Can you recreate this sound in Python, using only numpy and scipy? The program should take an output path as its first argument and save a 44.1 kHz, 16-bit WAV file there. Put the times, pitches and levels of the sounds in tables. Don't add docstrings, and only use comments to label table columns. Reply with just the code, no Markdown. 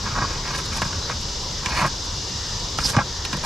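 import sys
import numpy as np
from scipy import signal
from scipy.fft import rfft, irfft
from scipy.io import wavfile
from scipy.ndimage import uniform_filter1d

SR = 44100
rng = np.random.default_rng(int(sys.argv[2]) if len(sys.argv) > 2 else 0)


def master_out(mix):
    frames = np.transpose(np.atleast_2d(mix))
    ceiling = np.clip(frames, -1, 1)
    pcm = np.round(ceiling * 32767).astype(np.int16)
    wavfile.write(sys.argv[1], SR, pcm)


def volts(x):
    e = np.asarray(x, float) / 20
    return 10 ** e


N = 152145

# pitch_hz, level_db (relative), t60_s (undamped)
FITTING_MODES = [(525, -6, 0.03), (843, -3.5, 0.027), (923, -2.5, 0.028), (1103, 3, 0.034),
                 (1284, -8, 0.067), (1430, -6, 0.042), (1631, -4.5, 0.05), (1880, -7.5, 0.022),
                 (2196, -7.5, 0.027), (2383, -7, 0.027), (2543, -8.5, 0.031), (2880, -12.5, 0.028),
                 (4360, -14, 0.022), (5380, -23, 0.013)]
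# pitch_hz, level_db (relative), t60_s
TUB_MODES = [(96.8, 0, 0.11), (138.6, 2.5, 0.13), (184.5, 0.5, 0.11), (238, 0.7, 0.062), (332, -5, 0.059),
             (454, -13, 0.044)]


def rms_one(x):
    return x / np.sqrt(np.mean(x ** 2) + 1e-20)


def at_hz(points, hz):
    curve = np.array(points)
    return np.interp(np.log(hz), np.log(curve[:, 0]), curve[:, 1])


def level(rows):
    return volts(np.interp(np.arange(N) / SR, *np.transpose(rows)))


def swell(s, rise, fall, db):
    t = np.arange(N) / SR - s
    place = np.clip(np.where(t < 0, t / rise, t / fall), -1, 1)
    return volts(db) * np.cos(np.pi / 2 * place) ** 2


def drift(rate):
    r = np.exp(-80 * np.pi * rate / SR)
    noise = rng.standard_normal(N // 40 + 2002)
    slow = signal.lfilter([1], [1, -2 * r, r * r], noise)[2000:]
    return np.interp(np.arange(N) / 40, np.arange(len(slow)), rms_one(slow))


def ring(x, hz, t60):
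    r, w = volts(-60 / (t60 * SR)), 2 * np.pi * hz / SR
    return signal.lfilter([0, np.sin(w)], [1, -2 * r * np.cos(w), r * r], x + 1e-18)


def colour(x, spectrum):
    hz = np.arange(N // 2 + 1) * SR / N + 1e-3
    return irfft(rfft(x) * volts(at_hz(spectrum, hz)), N)


def grains(rate, spread_db):
    sizes = volts(spread_db * np.minimum(rng.exponential(1, N), 5)) * rng.choice([-1, 1], N)
    return rms_one(sizes * (rng.random(N) < rate / SR))


def struck(force, start, modes, pitch=1, hardness_db=0, damping=1, spread_db=1.2):
    out = np.zeros(N + SR)
    luck = rng.normal(0, spread_db, len(modes))
    signs = np.resize([1, -1], len(modes))
    force = np.pad(force, (0, SR // 6))
    rung = 0
    for (hz, db, t60), luck_db, sign in zip(modes, luck, signs):
        octaves = np.log2(hz / 1120)
        tilt_db = min(hardness_db * octaves, abs(hardness_db) * octaves)
        shift = pitch if 700 < hz < 1500 else 1
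        rung = rung + sign * volts(db + luck_db + tilt_db) * ring(force, hz * shift, t60 * damping)
    out[start:start + len(force)] = rung
    return out[:N]


def rubs():
    # loudest_s, length_s, level_db (relative), pitch_factor, hardness_db_per_octave
    rub_rows = [(0.077, 0.09, -31.5, 1, -4), (0.126, 0.063, -33, 1.13, -0.5), (0.155, .04, -30, 1.02, -9),
                (0.185, .055, -23.5, 0.99, -10), (0.222, 0.045, -23, 1.03, -8),
                (0.246, 0.03, -24.5, 1.01, -20), (0.34, 0.29, -37, 1, 2.5), (0.476, 0.089, -32, 0.93, 3),
                (0.512, 0.038, -30, 1.04, 2), (0.552, 0.069, -29.5, 0.91, 1.5), (0.593, 0.061, -32, .92, 2),
                (0.729, 0.034, -33.5, 1.13, 6), (0.776, 0.067, -31.5, 0.83, 2.5),
                (0.88, 0.59, -39.5, 1.02, 2), (1.111, 0.075, -31.5, 1.16, 1), (1.681, 0.14, -32, 0.93, 2),
                (1.718, 0.038, -34.5, .9, 18), (1.741, 0.085, -29, 0.84, 2), (1.786, 0.08, -23, 0.93, 7),
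                (1.821, 0.072, -21, .92, 3.5), (1.85, 0.046, -21, 0.84, -6), (1.87, 0.052, -29, 1, -1),
                (2.827, 0.035, -33.5, 1.2, -1), (2.891, 0.066, -33, 0.99, 2), (2.946, 0.037, -24, 1.01, -2),
                (2.976, 0.044, -32, 1.24, 6), (2.987, 0.045, -20.5, 0.81, -5),
                (3.007, 0.065, -21.5, 1.05, -10), (3.45, 0.048, -28, 0.87, -0.5)]
    rise_share, tub_db = 0.67, -35.5
    slips = grains(3000, spread_db=3.5)
    out = 0
    for s, length, db, pitch, hardness_db in rub_rows:
        rise, fall = length * rise_share, length * (1 - rise_share)
        start, end = max(int((s - rise) * SR), 0), int((s + fall) * SR)
        force = (slips * swell(s, rise, fall, 0))[start:end]
        rung = rms_one(struck(force, start, FITTING_MODES, pitch, hardness_db))
        rung = rung * np.sqrt(length * SR / N / 2)
        thump = struck(force, start, TUB_MODES)
        out = out + volts(db) * (rung + volts(tub_db) * thump)
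    return out


def knocks():
    # start_s, ring_db and thump_db (before the trims), pitch_factor, hardness_db_per_octave
    knock_rows = [(0.818, -9.5, -31, 0.915, 2.5), (0.852, -21.5, -31.5, 0.93, -4),
                  (0.928, -19.5, -40, 0.94, 1), (1.098, -14, -52, 0.97, -6), (1.659, -11, -36, 0.82, 11),
                  (1.846, -10.5, -35, 0.97, -8), (2.05, -28, -48, 0.9, -8), (2.786, -11, -33, 1.12, 3),
                  (2.802, -21, -47, 0.73, 7), (2.849, -20.5, -32, 0.81, -4), (2.899, -22, -41, 0.71, -2),
                  (2.9655, -4, -15.5, 1.05, .4), (2.989, -10, -30, 1.12, -5),
                  (3.249, -15.5, -53, 0.95, 10.5), (3.329, -13, -29.5, 0.93, 6.5),
                  (3.345, -19, -31, 0.9, -2), (3.371, -23, -38, 0.96, 0)]
    ring_trim_db, thump_trim_db, crack_db = -2, 4.5, -12
    rise_s, decay_s, push_s = 0.0006, 0.0084, 0.0021
    first_touch = 11
    grip_damping = 0.44
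    t = np.arange(SR // 30) / SR
    push = np.hanning(int(push_s * SR))
    push = push / push.sum()
    crack_edge = signal.butter(2, 3040, "high", fs=SR, output="sos")
    out = 0
    for s, db, thump_db, pitch, hardness_db in knock_rows:
        start = int(s * SR)
        force = rng.standard_normal(len(t)) * np.minimum(t / rise_s, 1) * np.exp(-t / decay_s)
        force[int(rise_s * SR)] += first_touch
        rung = struck(force, start, FITTING_MODES, pitch, hardness_db, grip_damping)
        rung = rung / abs(rung).max()
        rung[start:start + len(t)] += volts(crack_db + hardness_db) * signal.sosfilt(crack_edge, force)
        thump = struck(push, start, TUB_MODES)
        out = out + volts(db + ring_trim_db) * rung + volts(thump_db + thump_trim_db) * thump
    return out


def swish():
    # loudest_s, rise_s, fall_s, level_db (relative)
    swish_rows = [(2.86, 0.04, 0.018, -20.5)]
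    hz, width_hz = 5150, 1000
    t60 = np.log(1000) / (np.pi * width_hz)
    noise = ring(ring(rng.standard_normal(N), hz, t60), hz, t60)
    return sum(swell(*row) for row in swish_rows) * rms_one(noise)


def bristles():
    # time_s, level_db (before the 10 dB lift)
    bursts = [
        [(0.47, -53), (0.496, -60), (0.514, -52), (0.532, -66), (0.542, -52), (0.56, -41), (0.57, -55),
         (0.58, -42), (0.64, -62)],
        [(0.64, -69), (0.66, -44), (0.67, -61), (0.72, -60), (0.734, -48), (0.746, -52), (0.774, -40),
         (0.79, -54), (0.8, -54)],
        [(0.8, -55), (0.808, -61), (0.82, -39), (0.844, -67), (0.852, -48), (0.876, -60), (0.89, -55)],
        [(1.08, -65), (1.104, -54), (1.13, -66)],
        [(1.2, -55), (1.218, -47.5), (1.224, -59), (1.24, -62)],
        [(1.64, -53), (1.65, -55), (1.66, -47), (1.678, -60), (1.7, -48)],
        [(1.7, -53), (1.722, -55), (1.762, -47), (1.81, -43.5), (1.838, -53), (1.876, -46), (1.902, -77),
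         (1.91, -60)],
        [(2.03, -72), (2.042, -60), (2.052, -50), (2.08, -71)],
        [(2.77, -63), (2.784, -41.5), (2.798, -55), (2.804, -46), (2.83, -46)],
        [(2.83, -50), (2.85, -37.5), (2.87, -37.5), (2.882, -37.5), (2.896, -34.5), (2.904, -35.5),
         (2.964, -64), (2.97, -58)],
        [(3.24, -67), (3.248, -50), (3.254, -41), (3.268, -74), (3.28, -70)],
        [(3.32, -59), (3.328, -62), (3.336, -45), (3.36, -71), (3.37, -42), (3.38, -60), (3.418, -70),
         (3.45, -39.5)],
    ]
    # frequency_hz, level_db (relative)
    grit_spectrum = [(880, -28), (1500, -8), (1820, -8.5), (2050, -15), (3610, -0.5), (6310, 3),
                     (6690, -0.5), (11700, -12), (15500, -27)]
    # frequency_hz, side_minus_mid_db
    grit_width = [(60, -24), (110, -21), (200, -18), (380, -17), (700, -14), (1290, -1), (2380, 2),
                  (4400, -7), (8120, -13), (15000, -1)]
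    t = np.arange(N) / SR
    spray = sum(level(rows) * (t > rows[0][0]) * (t < rows[-1][0]) for rows in bursts)
    mid = rms_one(colour(grains(10000, spread_db=4), grit_spectrum))
    side = rms_one(colour(grains(10000, spread_db=4), grit_spectrum))
    return volts(10) * spray * (mid + colour(side, grit_width) * [[1], [-1]])


def panned(pair, balance):
    left = colour(pair[0], np.array(balance) * [1, 0.5])
    right = colour(pair[1], np.array(balance) * [1, -0.5])
    return np.array([left, right])


def hands():
    # frequency_hz, left_minus_right_db
    near_balance = [(60, 1.5), (200, -2), (380, -2.5), (700, -5), (1290, -3.5), (2380, 4), (4400, -5),
                    (8120, 0), (15000, -1)]
    side_db, side_hz, lag_s = -4, 2420, 0.00024
    near = signal.sosfilt(signal.butter(4, 5640, fs=SR, output="sos"), rubs() + knocks())
    late = np.interp(np.arange(N) - lag_s * SR, np.arange(N), near)
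    side = volts(side_db) * signal.sosfilt(signal.butter(1, side_hz, "high", fs=SR, output="sos"), late)
    return panned(near + side * [[1], [-1]] + bristles() + swish(), near_balance)


def wide(spectrum, patchy_db, rate):
    # frequency_hz, side_minus_mid_db
    width_curve = [(60, -65), (110, -64), (200, -17), (380, -16.5), (700, -8), (1290, -10.5), (2380, -4),
                   (4400, -9.5), (8120, -7.5), (15000, -4)]
    mid = colour(rng.standard_normal(N), spectrum)
    side = colour(colour(rng.standard_normal(N), spectrum), width_curve)
    pair = rfft([mid + side, mid - side])
    octave = np.log2(np.arange(N // 2 + 1) * SR / N + 1e-3)
    lowest, highest = np.log2(spectrum[0][0]), np.log2(spectrum[-1][0])
    out = 0
    for centre in np.arange(lowest, highest + 0.5, 0.5):
        band = np.clip(1 - 2 * abs(octave - centre), 0, 1)
        out = out + volts(patchy_db * drift(rate)) * irfft(pair * band, N)
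    return rms_one(out)


def chorus():
    # frequency_hz, level_db (relative)
    insect_spectrum = [(1350, -41), (2300, -13.5), (2530, -16), (2900, -6), (3170, -8), (3410, -4),
                       (3690, -2), (4360, -3), (4960, 2.5), (6260, -2.5), (7830, -14.5), (8550, -24.5),
                       (11000, -31.5), (12600, -30), (13900, -41), (15600, -58)]
    # time_s, level_db (before the 1 dB lift)
    insect_level = [(0.0, -32), (0.52, -32.5), (0.89, -31.5), (2.12, -32), (2.5, -30.5), (2.79, -31.5),
                    (2.93, -33), (3.45, -32.5)]
    return level(insect_level) * volts(1.0) * wide(insect_spectrum, patchy_db=0.7, rate=21.0)


def singers():
    # loudest_s, half_length_s, level_db (relative), pitch_hz, glide_hz_per_s
    singer_rows = [(0.3, .28, -50, 1830, 30), (1.57, 0.15, -48, 2020, -1100),
                   (2.45, 0.32, -46.5, 1830, -40), (3.26, 0.3, -44, 1840, 150), (2.3, .45, -48, 2850, 30),
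                   (1.35, .3, -51, 2850, 30)]
    roughness_hz, waver_hz = 90, 25
    t = np.arange(N) / SR
    out = 0
    for s, half, db, hz, glide in singer_rows:
        phase = 2 * np.pi * np.cumsum(hz + glide * (t - s) + waver_hz * drift(5.0)) / SR
        voice = drift(roughness_hz) * np.sin(phase) + drift(roughness_hz) * np.cos(phase)
        out = out + swell(s, half, half, db) * voice
    return out


def whistles():
    # middle_s, half_length_s, level_db (relative), pitch_hz
    whistle_rows = [(1.048, .055, -33, 4030), (0.24, .05, -33, 4735)]
    out = 0
    for s, half, db, hz in whistle_rows:
        phase = 2 * np.pi * np.cumsum(hz * (1 + 0.001 * drift(10))) / SR
        out = out + swell(s, half, half, db) * np.sin(phase)
    return out


def rumble():
    # frequency_hz, level_db (relative)
    rumble_spectrum = [(12, -32), (20, -4.5), (53, -2.5), (80, -1.5), (260, -18), (499, -18), (678, -23.5),
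                       (831, -21), (978, -16.5), (1060, -20), (1530, -26), (1840, -26), (2600, -36.5),
                       (3380, -65), (5720, -120)]
    # time_s, level_db (before the 2.5 dB lift)
    rumble_level = [(0.0, -33), (0.15, -30.5), (0.38, -32.5), (1.85, -34), (2.51, -34.5), (2.93, -32.5),
                    (3.1, -35), (3.45, -33.5)]
    return level(rumble_level) * volts(2.5) * wide(rumble_spectrum, patchy_db=2.0, rate=6.3)


def scene():
    # frequency_hz, left_minus_right_db
    far_balance = [(60, 0.2), (200, 0.3), (700, 0.6), (1290, 1.2), (2380, 2.2), (4400, 0.7), (8120, 3.6),
                   (15000, 2)]
    surroundings = chorus() + rumble() + singers() + whistles()
    return hands() + panned(surroundings, far_balance)


def top_cut(x):
    return signal.sosfilt(signal.butter(12, 15740, fs=SR, output="sos"), x)


def record(dry):
    knee_db, share, release_db_per_s = -18, 0.26, 25
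    loudness_db = 10 * np.log10(uniform_filter1d(dry.mean(0) ** 2, size=441) + 1e-12)
    wanted_cut_db = share * np.maximum(loudness_db - knee_db, 0)
    ramp = release_db_per_s * np.arange(N) / SR
    cut_db = np.maximum.accumulate(wanted_cut_db + ramp) - ramp
    dull = signal.sosfilt(signal.butter(6, 14700, fs=SR, output="sos"), dry)
    mix = dull * volts(-uniform_filter1d(cut_db, size=221))
    return top_cut(mix)


dry = scene()
out = record(dry)
master_out(out)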